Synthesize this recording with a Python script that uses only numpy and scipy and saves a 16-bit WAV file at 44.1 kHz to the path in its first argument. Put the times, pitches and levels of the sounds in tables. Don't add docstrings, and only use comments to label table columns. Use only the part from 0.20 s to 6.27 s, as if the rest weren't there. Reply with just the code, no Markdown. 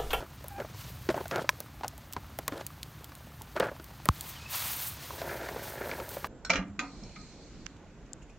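import sys
import numpy as np
from scipy import signal
from scipy.fft import rfft, irfft, next_fast_len
from scipy.io import wavfile
from scipy.ndimage import uniform_filter1d

SR = 44100
rng = np.random.default_rng(int(sys.argv[2]) if len(sys.argv) > 2 else 0)


def store_wav(level_fs):
    pcm = np.round(np.clip(np.atleast_2d(level_fs), -1, 1) * 32767)
    wavfile.write(sys.argv[1], SR, pcm.T.astype(np.int16))


N = 267819

# (time [s], ring frequency [Hz], ring rms over 10 ms [dB], contact hardness [0-1])
KNOCKS = [(0.242, 580, -42.5, 0.1), (0.4002, 566, -33, 0.37), (0.4468, 625, -43, 0.1),
          (0.8892, 365, -24.5, 0.45), (0.9013, 633, -31.5, 0.5), (0.943, 645, -33, 0.3),
          (0.9635, 368, -36, .1), (0.977, 905, -33.5, 0), (1.006, 383, -38.5, 0.2), (1.056, 645, -41, 0.66),
          (1.112, 606, -39, 1), (1.1586, 720, -34.5, 0.89), (1.181, 687, -31.5, 0.2),
          (1.244, 574, -39, .05), (1.404, 610, -44.5, 0.67), (1.6093, 780, -44.5, 0.4),
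          (1.634, 940, -38.5, 0.68), (1.645, 815, -34.5, 0.52), (1.965, 990, -33.5, 0.45),
          (2.188, 657, -35.5, .6), (2.28, 1084, -33.5, 0.8), (2.322, 284, -35.5, 0.4),
          (2.41, 630, -40.5, 0.78), (2.919, 1150, -51.5, 0.77), (3.211, 880, -48, .4),
          (3.3636, 605, -32.5, .5), (3.4, 428, -26.5, 0.56), (3.4044, 517, -25.5, .5),
          (3.4246, 540, -27.5, 0), (3.5145, 570, -40, .05), (3.598, 334, -46, 0.7), (3.856, 593, -40, 0.86),
          (4.906, 1020, -42.5, .3), (5.0166, 647, -35.5, 0.53), (5.288, 540, -38, 0.74),
          (5.3608, 480, -36.5, 0.2), (5.611, 387, -39, .4), (5.657, 586, -37.5, .15),
          (5.714, 2230, -38.5, 0.88), (5.8, 520, -37, .5), (5.968, 560, -38, 0.3),
          (6.044, 1160, -34.5, 0.77)]
# (start [s], end [s], crunch level [dB], grit relative to crunch [dB])
SCUFFS = [(0.0, 0.037, -41.5, -14), (0.378, 0.424, -41, -23), (0.891, 0.918, -38.5, -8),
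          (0.949, 1.013, -41, -20), (1.109, 1.2, -35, -17), (1.208, 1.225, -42, -9.5),
          (1.633, 1.641, -41, -7), (2.314, 2.411, -43, -10), (3.354, 3.378, -34, -22),
          (3.395, 3.459, -34.5, -16.5), (3.464, 3.492, -39.5, -20)]
# (frequency [Hz], width [Hz], relative level [dB])
HOLLOW_MODES = [(131, 124, -8), (270, 57, -5), (367.5, 61, -0.5), (556, 62, 1.5), (655, 73, -1),
                (935, 163, -5.5)]
# (frequency [Hz], width [Hz], relative level [dB])
RASP_MODES = [(1374, 200, 1), (1715, 205, -0.5), (2250, 1300, -8)]
# (time [s], relative level [dB])
WHEEL_PULL = [(4.7, -35), (4.9, -14), (5.08, 1), (5.27, -0.5), (5.42, -4.5), (5.7, 1), (5.82, -2.5),
              (5.9, -6.5), (6.07, -6)]
# (frequency [Hz], relative level [dB], t60 [s])
SNAP_MODES = [(604, -24, 0.045), (1030, -18, 0.029), (1310, -20, .018), (1690, -15.5, 0.017),
              (1840, -20, 0.016), (2300, -12, 0.01), (2630, -22.5, .012), (3260, -23.5, 0.015),
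              (3770, -17.5, 0.0046), (4680, -22.5, 0.0078), (5630, -25, 0.02), (8400, -36, 0.019)]
# (time [s], relative level [dB])
SNAP_CONTACTS = [(1.292, 1), (1.294, -11)]
# (start [s], end [s], initial top level [dB], initial body level [dB])
SWISHES = [(0.537, 0.68, -55, -49), (0.9, 1.118, -59.5, -55.5), (3.9, 4.01, -53, -54),
           (4.01, 4.1, -47.5, -47.5), (4.283, 4.533, -36, -37), (4.53, 4.672, -38.5, -40.5),
           (4.78, 5.137, -52.5, -48.5), (5.39, 5.51, -47.5, -49), (5.618, 5.71, -53, -54),
           (5.87, 5.945, -48, -50)]
# (time [s], top level [dB], body level [dB])
HISS = [(0, -63, -60.5), (0.8, -59, -56.5), (1.5, -64, -61), (3.7, -62, -61), (4.2, -61, -50.5),
        (4.72, -54, -51), (5.3, -54, -50.5), (6.07, -54.5, -55)]
# (frequency [Hz], relative density [dB per Hz])
SWISH_TOP = [(6200, -10.5), (7600, -7.5), (9000, -2.5), (10400, -7), (12000, 0), (15500, 0.5),
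             (16000, -7.5)]
# (frequency [Hz], relative density [dB per Hz])
SWISH_BODY = [(450, -8), (700, -2.5), (1050, 3.5), (1400, 1), (4400, 1), (5100, -1.5), (6500, -2),
              (8000, -8.5)]
# (time [s], top rms over 10 ms [dB], lower click relative to top [dB])
TICKS = [(0.242, -53, -5), (0.283, -42.5, -11.5), (1.081, -48, -3), (1.1591, -47, -1),
         (1.4038, -39.5, -3.5), (1.6808, -43.5, 4), (1.779, -52.5, -4), (1.9262, -46, -4),
         (1.9342, -42, -2), (2.1883, -38.5, -9), (2.2798, -35, 0), (2.4658, -39, -4), (2.631, -47.5, 7.5),
         (2.844, -48, -0.5), (2.9523, -53, -2), (3.2192, -49, -1), (3.3994, -41, -2), (3.643, -51.5, -4),
         (3.8558, -37, -20), (4.0097, -40, -2), (5.8917, -43.5, -9)]
# (time [s], mean frequency [Hz], mean level [dB])
SQUEAK = [(.305, 850, -60), (.325, 815, -49.5), (.365, 803, -47.5), (.382, 790, -41), (.4, 743, -50),
          (.41, 730, -70)]
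# (time [s], mean frequency [Hz], mean level [dB])
BIRD = [(4.14, 2990, -72), (4.17, 3090, -52), (4.2, 2523, -56), (4.235, 2485, -60), (4.275, 2630, -50),
        (4.3, 2630, -53), (4.32, 2600, -75)]
# (frequency [Hz], relative density [dB per Hz])
AIR = [(30, -25), (45, -0.5), (60, 2.5), (95, -1), (140, -0.5), (200, -9.5), (300, -11), (450, -21),
       (600, -18.5), (1000, -18.5), (1500, -19.5), (2200, -25), (3500, -31)]

TIME = np.arange(N) / SR
HIT_TIME = np.arange(SR // 10) / SR
SOFT_CLATTER_DB, HARD_CLATTER_GAIN_DB = -21, 23
SOFT_CRACK_DB, HARD_CRACK_GAIN_DB = -27.5, 22.5
RASP_DB, RASP_GROWTH, FIRM_STEP_DB = -39.5, 1.6, -35.5
WHEEL_HOLLOW_DB, WHEEL_RASP_DB, WHEEL_RASP_GROWTH = -41, -46, 1.47
SWISH_ATTACK_S, SWISH_RELEASE_S = 0.058, 0.047
TOP_SAG_DB_PER_S, BODY_SAG_DB_PER_S = 4, 20
AIR_DB, RUMBLE_DB = -49.5, -57
SWELL_START_S, SWELL_END_S, SWELL_DB = 0.12, 1.07, -50
CUTOFF_HZ = 16000


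def knocks(cycles=15.0, swell_s=.0016, dull_db=-4.0):
    out = np.zeros(N)
    for s, hz, db, hardness in KNOCKS:
        envelope = dying(cycles / hz) * (1 - np.exp(-HIT_TIME / swell_s))
        ring = unit_hit(np.sin(2 * np.pi * hz * HIT_TIME) * envelope)
        rattle = from_db(dull_db) * burst(205, 1030, t60=0.073, tail_db=-22, tail_t60=0.1)
        clatter_db = SOFT_CLATTER_DB + HARD_CLATTER_GAIN_DB * hardness
        clatter = from_db(clatter_db) * burst(910, 2200, t60=0.028, tail_db=-29, tail_t60=0.063)
        crack_db = SOFT_CRACK_DB + HARD_CRACK_GAIN_DB * hardness
        crack = from_db(crack_db) * burst(2460, 5430, t60=0.014, tail_db=-14, tail_t60=0.057)
        add(out, s, from_db(db) * (ring + rattle + clatter + crack))
    return out


def scuffs(attack_s=0.0042, release_s=0.0087):
    level = np.zeros((3, N))
    for start, end, db, grit_db in SCUFFS:
        rasp_db = RASP_DB + RASP_GROWTH * (db - FIRM_STEP_DB)
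        levels = from_db([db, rasp_db, db + grit_db])
        level += np.outer(levels, stroke(start, end, attack_s, release_s))
    hollow = crunch(HOLLOW_MODES, 75, 1300, per_s=1100, spread_db=3.0, clump_db=1.5)
    rasp = crunch(RASP_MODES, 860, 2100, per_s=1100, spread_db=3.0, clump_db=2.5)
    fine = band(grains(2700, 4.0) * from_db(3.7 * drift(58)), 2300, 16000)
    grit = rms_one(band(fine, 1500, 5100, order=1) + from_db(2) * resonance(fine, 3160, 500))
    return np.sum(level * [hollow, rasp, grit], axis=0)


def wheels():
    pull_db, = in_time(WHEEL_PULL)
    hollow_level = from_db(WHEEL_HOLLOW_DB + pull_db)
    hollow = hollow_level * crunch(HOLLOW_MODES, 170, 1240, per_s=500, spread_db=3.5, clump_db=3.0)
    rasp_level = from_db(WHEEL_RASP_DB + WHEEL_RASP_GROWTH * pull_db)
    rasp = rasp_level * crunch(RASP_MODES, 1470, 2270, per_s=800, spread_db=3.5, clump_db=3.0)
    return (hollow + rasp) * (TIME > WHEEL_PULL[0][0])


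def snap():
    ring = sum(from_db(db) * np.sin(2 * np.pi * hz * HIT_TIME) * dying(t60) for hz, db, t60 in SNAP_MODES)
    ring = band(ring, 1030, 12000)
    out = np.zeros(N)
    for s, db in SNAP_CONTACTS:
        noise = from_db(-36.5) * burst(2700, 19000, t60=0.0038, tail_db=-4, tail_t60=0.041)
        add(out, s, from_db(db) * (ring + noise))
    return out


def microphone_tap(s=3.8884, port_hz=1150, start_hz=125, end_hz=54, sag_s=0.0089, thump_delay_s=0.00452):
    out = np.zeros(N)
    crack = band(signal.unit_impulse(len(HIT_TIME)), 980, 4200, order=1)
    add(out, s, from_db(-27.5) * unit_hit(crack))
    port_ring = np.sin(2 * np.pi * port_hz * HIT_TIME) * HIT_TIME * dying(0.0056)
    add(out, s, from_db(-19.0) * unit_hit(port_ring))
    thump_hz = end_hz + (start_hz - end_hz) * np.exp(-HIT_TIME / sag_s)
    phase = 2 * np.pi * np.cumsum(thump_hz) / SR
    add(out, s + thump_delay_s, from_db(-18.5) * unit_hit(np.sin(phase) * dying(0.06)))
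    low_ring = np.sin(2 * np.pi * 260 * HIT_TIME) * dying(0.013)
    add(out, s, from_db(-24.0) * unit_hit(low_ring))
    return out


def swish():
    top_power, body_power = from_db(in_time(HISS)) ** 2
    for start, end, top_db, body_db in SWISHES:
        top_stroke = stroke(start, end, SWISH_ATTACK_S, SWISH_RELEASE_S, TOP_SAG_DB_PER_S)
        body_stroke = stroke(start, end, SWISH_ATTACK_S, SWISH_RELEASE_S, BODY_SAG_DB_PER_S)
        top_power = top_power + (from_db(top_db) * top_stroke) ** 2
        body_power = body_power + (from_db(body_db) * body_stroke) ** 2
    top = np.sqrt(top_power) * from_db(1.7 * drift(32)) * coloured(SWISH_TOP)
    body = np.sqrt(body_power) * from_db(1.34 * drift(36)) * coloured(SWISH_BODY)
    return top + body


def ticks():
    out = np.zeros(N)
    for s, db, low_db in TICKS:
        low = from_db(low_db) * burst(2880, 9300, t60=0.0018, tail_db=-15.5, tail_t60=0.026)
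        top = burst(9500, 18100, t60=0.0014, tail_db=-13.0, tail_t60=0.019)
        add(out, s, from_db(db) * (low + top))
    return out


def squeak():
    return whistle(SQUEAK, overtone_db=-11, waver=0.0284)


def bird():
    return whistle(BIRD, overtone_db=-27, waver=0.018)


def outdoors():
    swell = from_db(SWELL_DB) * stroke(SWELL_START_S, SWELL_END_S, attack_s=0.33, release_s=0.09)
    rumble_noise = rms_one(band(rng.standard_normal(N), 61.0, 142.4, order=3))
    rumble = (from_db(RUMBLE_DB) + swell) * rumble_noise
    patter = sum(resonance(grains(6, 2.6), hz, 170) for hz in np.geomspace(450, 1200, num=6))
    return from_db(AIR_DB) * coloured(AIR) + rumble + from_db(-62.0) * rms_one(patter)


def crunch(modes, low_hz, high_hz, per_s, spread_db, waver_db=None, clump_db=0.0):
    clicks = grains(per_s, spread_db)
    x = sum((-1) ** k * from_db(db) * resonance(clicks, hz, width)
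            for k, (hz, width, db) in enumerate(modes))
    x = band(x, low_hz, high_hz)
    even = x / np.sqrt(uniform_filter1d(x ** 2, size=1200) + 1e-12)
    return rms_one(even * from_db(clump_db * drift(45)))


def whistle(rows, overtone_db, waver):
    hz, db = in_time(rows)
    phase = 2 * np.pi * np.cumsum(hz * (1 + waver * drift(65.2))) / SR
    tone = sum(from_db(overtone_db * np.log2(k)) * np.sin(k * phase) for k in range(1, 4))
    sounding = (TIME > rows[0][0]) * (TIME < rows[-1][0])
    return from_db(db + 3.6 * drift(50)) * rms_one(tone) * sounding


def burst(low_hz, high_hz, t60, tail_db, tail_t60):
    envelope = dying(t60) + from_db(tail_db) * dying(tail_t60)
    return unit_hit(band(rng.standard_normal(len(HIT_TIME)) * envelope, low_hz, high_hz))


def grains(per_s, spread_db):
    sizes = from_db(spread_db * np.minimum(rng.exponential(1, N), 3.5))
    return (rng.random(N) < per_s / SR) * sizes * rng.choice([-1, 1], N)


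def coloured(spectrum):
    hz, db = np.transpose(spectrum)
    size = next_fast_len(N)
    f = np.maximum(np.fft.rfftfreq(size, 1 / SR), 1)
    ends = np.minimum(f / hz[0], 1) ** 3 * np.minimum(hz[-1] / f, 1) ** 3
    gain = ends * from_db(np.interp(np.log(f), np.log(hz), db))
    return rms_one(irfft(rfft(rng.standard_normal(size)) * gain, size)[:N])


def drift(corner_hz):
    step = 40
    r = np.exp(-2 * np.pi * corner_hz * step / SR)
    noise = rng.standard_normal(N // step + 2002)
    slow = signal.lfilter([1], [1, -2 * r, r * r], noise)[2000:]
    return np.interp(np.arange(N) / step, np.arange(len(slow)), rms_one(slow))


def stroke(start, end, attack_s, release_s, sag_db_per_s=0):
    age = np.maximum(TIME - start, 0)
    release = np.exp(-np.maximum(TIME - end, 0) / release_s)
    return np.minimum(age / attack_s, 1) * from_db(-sag_db_per_s * age) * release


def dying(t60):
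    return from_db(-60 * HIT_TIME / t60)


def resonance(x, hz, width_hz):
    r = np.exp(-np.pi * width_hz / SR)
    poles = [1, -2 * r * np.cos(2 * np.pi * hz / SR), r * r]
    return signal.lfilter(np.array([1, 0, -1]) * (1 - r * r) / 2, poles, x + 1e-18)


def band(x, low_hz, high_hz, order=2):
    edges = [low_hz, min(high_hz, .45 * SR)]
    return signal.sosfilt(signal.butter(order, edges, "band", fs=SR, output="sos"), x + 1e-18)


def from_db(db):
    return 10 ** (np.asarray(db) / 20)


def rms_one(x):
    return x / np.sqrt(np.mean(x ** 2) + 1e-20)


def unit_hit(x):
    return x / np.sqrt(np.sum(x ** 2) / (.01 * SR))


def in_time(rows):
    s, *columns = np.transpose(rows)
    return [np.interp(TIME, s, c) for c in columns]


def add(out, s, sound):
    at = max(0, round(s * SR))
    out[at:at + len(sound)] += sound[:N - at]


def scene():
    toys_and_steps = knocks() + scuffs() + wheels() + snap() + microphone_tap()
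    surroundings = swish() + ticks() + squeak() + bird() + outdoors()
    mono = toys_and_steps + surroundings
    return np.array([mono, mono])


def record(dry, low_cut_hz=42):
    lean = signal.sosfilt(signal.butter(2, low_cut_hz, "high", fs=SR, output="sos"), dry)
    return signal.sosfilt(signal.ellip(10, .2, 80, CUTOFF_HZ, fs=SR, output="sos"), lean)


dry = scene()
out = record(dry)
store_wav(out)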